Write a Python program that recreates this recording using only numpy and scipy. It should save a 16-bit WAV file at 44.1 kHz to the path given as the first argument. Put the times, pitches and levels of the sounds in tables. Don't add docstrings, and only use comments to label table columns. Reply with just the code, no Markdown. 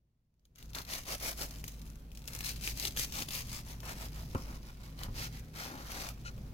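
import sys
import numpy as np
from scipy import signal
from scipy.fft import rfft, irfft, next_fast_len
from scipy.io import wavfile
from scipy.ndimage import map_coordinates

SR = 44100
rng = np.random.default_rng(int(sys.argv[2]) if len(sys.argv) > 2 else 0)


def wrap_up_sound(samples):
    columns = np.atleast_2d(samples).T
    tamed = np.clip(columns, -1, 1)
    steps = np.round(tamed * 32767).astype(np.int16)
    wavfile.write(sys.argv[1], SR, steps)


N = 288172

# start_s, length_s, fastest_point_share_of_length, crunch_db, rasp_db
STROKES = [(0.552, 0.11, 0.52, -58.5, -67.5), (0.741, 0.097, 0.24, -45.5, -47),
           (0.864, .16, 0.44, -40.5, -49), (1.048, 0.12, 0.56, -39, -46), (1.189, 0.15, .6, -39, -45.5),
           (1.366, 0.11, 0.49, -41.5, -48), (1.484, .14, 0.37, -61, -61), (1.635, 0.33, 0.22, -61, -82),
           (2.252, 0.25, 0.36, -51.5, -60.5), (2.427, 0.12, 0.35, -38, -55.5),
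           (2.608, 0.13, 0.38, -40, -58), (2.742, 0.15, 0.92, -40, -55), (2.957, 0.11, 0.33, -35.5, -58),
           (3.104, 0.14, 0.72, -38.5, -50.5), (3.291, 0.15, 0.41, -39, -54.5),
           (3.465, 0.16, 0.53, -45, -55), (3.641, .13, 0.47, -52, -57), (3.819, 0.13, 0.67, -45.5, -46.5),
           (3.938, .15, 0.68, -49, -51.5), (4.11, .16, 0.4, -53.5, -56.5), (4.293, 0.21, 0.45, -59, -62),
           (4.453, 0.14, 0.53, -57, -55.5), (4.614, 0.12, 0.52, -57.5, -61), (4.8, 0.12, 0.31, -56.5, -63),
           (4.969, 0.11, 0.58, -51.5, -52), (5.134, 0.15, 0.66, -40.5, -51), (5.309, .11, 0.41, -52, -60),
           (5.531, .22, 0.33, -43.5, -49), (5.66, 0.29, 0.54, -53, -55), (5.851, 0.28, 0.48, -43.5, -47)]
# time_s, treble_gain_db, extra_left_minus_right_db
CRISPNESS = [(0.6, -3.5, -1), (1.4, 2, -0.5), (2.4, 0, 1), (3.4, 0, 0.5), (4.0, -0.5, -1), (5.2, -4, -3.5),
             (5.7, -4, -2), (6.05, -2.5, -0.5), (6.5, -7, -7)]
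# start_s, level_db, pitch_hz
TIMED_FLAKES = [(0.3404, -74, 2270), (0.3945, -69, 4830), (0.453, -54.5, 4720), (0.5863, -43.5, 4630),
                (0.626, -39, 3920), (0.733, -39.5, 3860), (0.7487, -29, 3800), (0.7852, -28.5, 4160),
                (0.9369, -25.5, 5300), (1.1468, -31, 4400), (1.2012, -35, 5690), (1.5085, -33, 5950),
                (1.6401, -29, 2180), (1.6799, -27.5, 7150), (1.8647, -46, 2620), (2.1166, -44, 2770),
                (2.15, -41, 6620), (2.173, -35, 5330), (2.2763, -27, 6150), (2.2827, -31, 3890),
                (2.3496, -25, 6230), (2.3624, -33, 6660), (2.389, -30, 6730), (2.4064, -25.5, 2700),
                (2.4913, -26, 5860), (2.6747, -20.5, 2700), (2.687, -29.5, 2590), (2.798, -22.5, 5910),
                (2.8518, -21, 4200), (2.872, -25.5, 3600), (2.9642, -27.5, 2660), (2.9721, -21, 2970),
                (2.995, -21.5, 3740), (3.0462, -24.5, 5100), (3.123, -31, 5900), (3.2219, -25, 2800),
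                (3.2865, -26.5, 3510), (3.3064, -29, 3590), (3.4712, -38, 6790), (3.8033, -37.5, 4770),
                (4.9901, -38.5, 3980), (5.0337, -28, 4120), (5.918, -30.5, 2570), (6.0882, -28, 2360),
                (6.3779, -47, 2550)]
# time_s, level_db
PRESSING = [(0.53, -100), (0.6, -75), (1.1, -57), (1.7, -61.5), (2.08, -77), (2.6, -54.5), (3.4, -55.5),
            (3.8, -65), (4.3, -58.5), (4.8, -67), (5.3, -62.5), (5.47, -70), (6.1, -62.5), (6.5, -71.5)]
# start_s, low_thud_db, hard_contact_db
KNOCKS = [(4.349, -23, -30.5), (5.083, -28.5, -48.5)]
# pitch_hz, relative_level_db, t60_s
PLATE_MODES = [(250, 4, 0.11), (370, -4, 0.073), (528, -3.5, 0.18), (746, -14, 0.085), (820, -0.5, 0.045),
               (933, -14, 0.15), (1045, -11, 0.19), (1233, -3, 0.11), (1373, -1, 0.096), (2460, -25, .05),
               (2700, -26, .05)]
# start_s, length_s, plate_groan_db, steel_ring_db
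SKIMS = [(3.128, 0.13, -49, -70), (3.872, 0.055, -67, -48.5), (4.474, 0.054, -52, -79),
         (5.158, 0.14, -58, -52), (5.557, 0.12, -64, -53), (5.639, 0.22, -49, -71), (5.896, 0.22, -69, -60),
         (6.243, 0.063, -62, -47)]
# pitch_hz, width_hz, relative_level_db
BLADE_MODES = [(1404, 63, 9.5), (2000, 520, -5), (2530, 170, 0.5), (2930, 260, -3.5), (4110, 250, -1.5),
               (5970, 990, -7)]
# time_s, relative_level_db
ROOM_LEVEL = [(0, -75), (0.3, -76.5), (0.575, -64), (0.615, -52.5), (1.0, -50.5), (1.6, -47), (2.1, -50),
              (2.45, -45.5), (2.95, -44), (3.7, -47), (4.05, -44.5), (4.45, -43.5), (4.75, -50.5),
              (5.15, -43), (5.75, -49.5), (6.4, -44.5)]
# pitch_hz, relative_level_db, unsteadiness_db
HUM_TONES = [(50.66, 0, 2.5), (117.8, -6.5, 5.5), (154.4, -9, 0.5)]
# frequency_hz, relative_level_db_per_hz
CRUST_SPECTRUM = [(300, -15), (900, -19), (1600, -8), (2100, 0), (2650, -1), (3300, -3.5), (4800, 0.5),
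                  (6300, -1), (7600, -7), (8700, -6.5), (10500, -7), (12700, -2.5), (16000, -7.5)]
BREAD_SPECTRUM = [(60, -20), (140, -1), (220, -1.5), (330, -1), (420, -5), (520, 0.5), (800, 1), (1100, 0),
                  (1380, 1), (1700, -1.5), (2500, -7), (5000, -20.5)]
SPLINTER_SPECTRUM = [(300, -21), (1200, -6), (2300, -0.5), (6500, 1), (8500, -5), (12500, 1), (16000, -3.5)]
KNOCK_SPECTRUM = [(60, -12), (260, 10.5), (410, 0), (600, -2), (1100, 2.5), (1400, -3), (1700, -15),
                  (2800, -13.5), (3500, -36), (8000, -31)]
RUMBLE_SPECTRUM = [(10, -11), (28, -0.5), (40, -14.5), (58, -1.5), (75, -7.5), (125, -6.5), (170, -12.5),
                   (230, -12.5), (320, -21.5), (500, -26), (900, -36.5), (1800, -43.5), (4000, -58)]
HISS_SPECTRUM = [(300, -7), (1000, -18), (1800, 0.5), (2700, 2.5), (6200, -0.5), (8200, -7.5), (12500, -3),
                 (16000, -1)]
# frequency_hz, left_minus_right_db
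PORT_FACING = [(200, 4.5), (1200, 0), (2500, 7), (5000, 9.5), (9000, 13), (14000, 3)]
# frequency_hz, coherence
PORT_COHERENCE = [(60, 0.98), (150, 0.97), (350, 0.82), (800, 0.69), (1500, 0.13), (16000, 0.016)]

TOP_HZ = 16100
SPEED_POWER, BITE_DB = 0.92, 1.18
SQUASH_DB = -68
FLAKES_PER_S, FLAKE_HZ = 40, 5200
FLAKE_DB, FLAKE_SPREAD_DB = -28.5, 6
FLAKE_FOLLOW = 0.6
CRUST_CUT_S, CUT_DB = 3.45, -8.5


def effort():
    pressing_db, = curves(PRESSING)
    crunch = amp(pressing_db) ** 2
    rasp = amp(np.minimum(SQUASH_DB, pressing_db)) ** 2
    for start, length, fastest, crunch_db, rasp_db in STROKES:
        progress = np.arange(int(length * SR)) / (length * SR)
        turn = np.clip(fastest, .1, .9)
        phase = np.interp(progress, [0, turn, 1], [0, .5, 1])
        drive = np.abs(np.sin(np.pi * phase)) ** SPEED_POWER
        add(crunch, start, (amp(crunch_db) * drive) ** 2)
        add(rasp, start, (amp(rasp_db) * drive) ** 2)
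    return 10 * np.log10(crunch), 10 * np.log10(rasp)


def sawing(crunch_db, rasp_db):
    treble_db, left_db = curves(CRISPNESS)
    cells_per_s = 5500 * amp(.7 * (np.maximum(crunch_db, -62) - crunch_db.max()))
    bite_db = BITE_DB * wobble(160)

    cells = amp(crunch_db + bite_db - 4.5) ** 2 * fractures(cells_per_s, spread_db=4.0, life=0.00034)
    crust = kitchen(cells, CRUST_SPECTRUM, near_db=1.5, tail_db=-11, tail_t60=0.34)
    treble = filtered(crust, lambda hz: 1 / (1 + (7500 / (hz + 1)) ** 6))
    crust = crust + (amp(treble_db) - 1) * treble
    crust = crust * amp([left_db / 2, -left_db / 2])

    crumbs = amp(rasp_db + bite_db - 1.57) ** 2 * fractures(cells_per_s, spread_db=4, life=0.00036)
    bread = kitchen(crumbs, BREAD_SPECTRUM, near_db=-1, tail_db=-10.5, tail_t60=0.24)
    return crust + bread


def fractures(rate, spread_db, life):
    chance = np.clip(rate / SR, 1e-4, .5)
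    size = amp(spread_db * np.minimum(rng.standard_normal(N), 2.5))
    breaks = rng.random(N) < chance
    energy = fading(breaks * size ** 2 / chance, life)
    return energy / energy.mean()


def small_flakes(crunch_db):
    draws = rng.standard_normal((400, 4))
    gaps = (draws[:, 0] ** 2 + draws[:, 1] ** 2) / (2 * FLAKES_PER_S)
    times = STROKES[0][0] + np.cumsum(gaps)
    work_db = np.interp(times * SR, np.arange(N), crunch_db - crunch_db.max())
    level_db = FLAKE_DB + FLAKE_FOLLOW * work_db + CUT_DB * (times > CRUST_CUT_S)
    level_db = level_db + FLAKE_SPREAD_DB * np.tanh(draws[:, 2])
    pitch_hz = FLAKE_HZ * 2 ** (.5 * np.tanh(draws[:, 3]))
    return list(zip(times, level_db, pitch_hz))


def snaps(flakes):
    pulses, splinters = np.zeros(N), np.zeros(N)
    t = np.arange(SR // 50) / SR
    for start, level_db, hz in flakes:
        pulse = np.sin(2 * np.pi * hz * t) * np.exp(-t * hz)
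        add(pulses, start + .001, amp(level_db + 2) * pulse)
        add(splinters, start + 0.0011, amp(level_db - 6) ** 2 * np.exp(-2 * t / 0.00052))
    return ports(pulses) + kitchen(splinters, SPLINTER_SPECTRUM, near_db=3, tail_db=0, tail_t60=0.15)


def shifting(pair, depth_db=2.5, band_hz=130, rate=7, size=1024):
    hz, t, bins = signal.stft(pair, SR, nperseg=size)
    band, frame = np.meshgrid(hz / band_hz, t * rate, indexing="ij")
    knots = rng.standard_normal((2, 512, 128))
    field = np.array([map_coordinates(k, [band, frame], order=1, mode="wrap") for k in knots])
    gain = unit(amp(depth_db * unit(field)))
    return signal.istft(bins * gain, SR, nperseg=size)[1][:, :N]


def knocks():
    ring, thud, blow = np.zeros(N), np.zeros(N), np.zeros(N)
    t = np.arange(SR // 3) / SR
    swell = 1 - np.exp(-t / 0.00084)
    low = np.sin(2 * np.pi * 88 * t) * np.exp(-t / 0.0078) * swell
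    for start, thud_db, contact_db in KNOCKS:
        modes = np.zeros(len(t))
        for hz, db, t60 in PLATE_MODES:
            decay = amp(db + rng.normal(0, 2.6) - 60 * t / t60)
            modes += decay * np.sin(2 * np.pi * (hz * t + rng.random()))
        add(ring, start, amp(contact_db - 8.5) * modes)
        add(blow, start, amp(contact_db - 2.5) ** 2 * np.exp(-2 * t / 0.0064))
        add(thud, start + 0.00334, amp(thud_db + 2.5) * low)
    return ports(ring) + thud + kitchen(blow, KNOCK_SPECTRUM, near_db=-0.5, tail_db=-4.0, tail_t60=0.33)


def skims(plate_width_hz=70):
    press, touch = np.zeros(N), np.zeros(N)
    for start, length, plate_db, steel_db in SKIMS:
        stroke = np.sqrt(np.abs(np.hanning(int(length * SR))))
        add(press, start, amp(plate_db) * stroke)
        add(touch, start, amp(steel_db) * stroke)
    groan = rubbed([(hz, plate_width_hz, db) for hz, db, t60 in PLATE_MODES])
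    steel = rubbed(BLADE_MODES)
    return ports(press * groan + touch * steel)


def rubbed(modes):
    def body(f):
        return sum((-1) ** k * amp(db) * 1j * f * width / (hz * hz - f * f + 1j * f * width)
                   for k, (hz, width, db) in enumerate(modes))
    return unit(filtered(rng.standard_normal(N), body))


def background():
    level_db, = curves(ROOM_LEVEL)
    t = np.arange(N) / SR
    hum = np.zeros(N)
    for hz, db, waver_db in HUM_TONES:
        level = amp(db + waver_db * wobble(2.995))
        hum += level * np.sin(2 * np.pi * hz * t + 0.44 * wobble(5))
    rumble = diffuse(rng.standard_normal((2, N)), RUMBLE_SPECTRUM)
    hiss = diffuse(rng.standard_normal((2, N)), HISS_SPECTRUM)
    return amp(level_db - 1) * (hum + amp(-1.5) * rumble + amp(-19.5) * hiss)


def kitchen(energy, spectrum, near_db, tail_db, tail_t60, near_life=0.0044, left_db=-1.5):
    direct = filtered(np.sqrt(energy) * rng.standard_normal(N), lambda hz: shape(spectrum, hz))
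    near = amp(near_db) ** 2 * fading(energy, near_life)
    walls = amp(tail_db) ** 2 * fading(energy, tail_t60 / np.log(1000))
    scattered = diffuse(np.sqrt(near + walls) * rng.standard_normal((2, N)), spectrum)
    return ports(direct) + amp([[left_db / 2], [-left_db / 2]]) * scattered


def ports(x, lead=0.000292):
    sides = np.array([[.5], [-.5]])
    return filtered(x, lambda hz: amp(sides * along(PORT_FACING, hz)) * np.exp(2j * np.pi * hz * lead * sides))


def diffuse(pair, spectrum):
    def blend(hz):
        alike = np.clip(along(PORT_COHERENCE, hz), -1, 1)
        return shape(spectrum, hz) * np.sqrt([(1 + alike) / 2, (1 - alike) / 2])
    mid, side = filtered(pair, blend)
    return np.array([mid + side, mid - side])


def fading(energy, life):
    keep = np.exp(-2 / (life * SR))
    return signal.lfilter([1 - keep], [1, -keep], energy)


def shape(spectrum, hz):
    return unit(amp(along(spectrum, hz)))


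def filtered(x, response):
    m = next_fast_len(N + 4096, True)
    return irfft(rfft(x, m) * response(np.fft.rfftfreq(m, 1 / SR)), m)[..., :N]


def wobble(rate, order=32):
    at = np.arange(0, N + order, order)
    knots = rng.standard_normal(int(N * rate / SR) + 4)
    return np.interp(np.arange(N), at, map_coordinates(knots, [at * rate / SR]))


def curves(rows):
    s, *cols = np.transpose(rows)
    return [np.interp(np.arange(N) / SR, s, c) for c in cols]


def along(points, hz):
    f, v = np.transpose(points)
    return np.interp(np.log(hz + 1), np.log(f + 1), v)


def add(track, s, sound):
    part = track[max(round(s * SR), 0):][:len(sound)]
    part += sound[:len(part)]


def amp(db):
    return 10 ** (np.asarray(db) / 20)


def unit(x):
    return x / np.sqrt(np.mean(np.square(x)) + 1e-20)


def scene():
    crunch_db, rasp_db = effort()
    flakes = list(TIMED_FLAKES) + small_flakes(crunch_db)
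    toast = sawing(crunch_db, rasp_db) + snaps(flakes)
    return shifting(toast) + knocks() + skims() + background()


def record(dry):
    return filtered(dry, lambda hz: 1 / (1 + (hz / TOP_HZ) ** 160))


dry = scene()
out = record(dry)
wrap_up_sound(out)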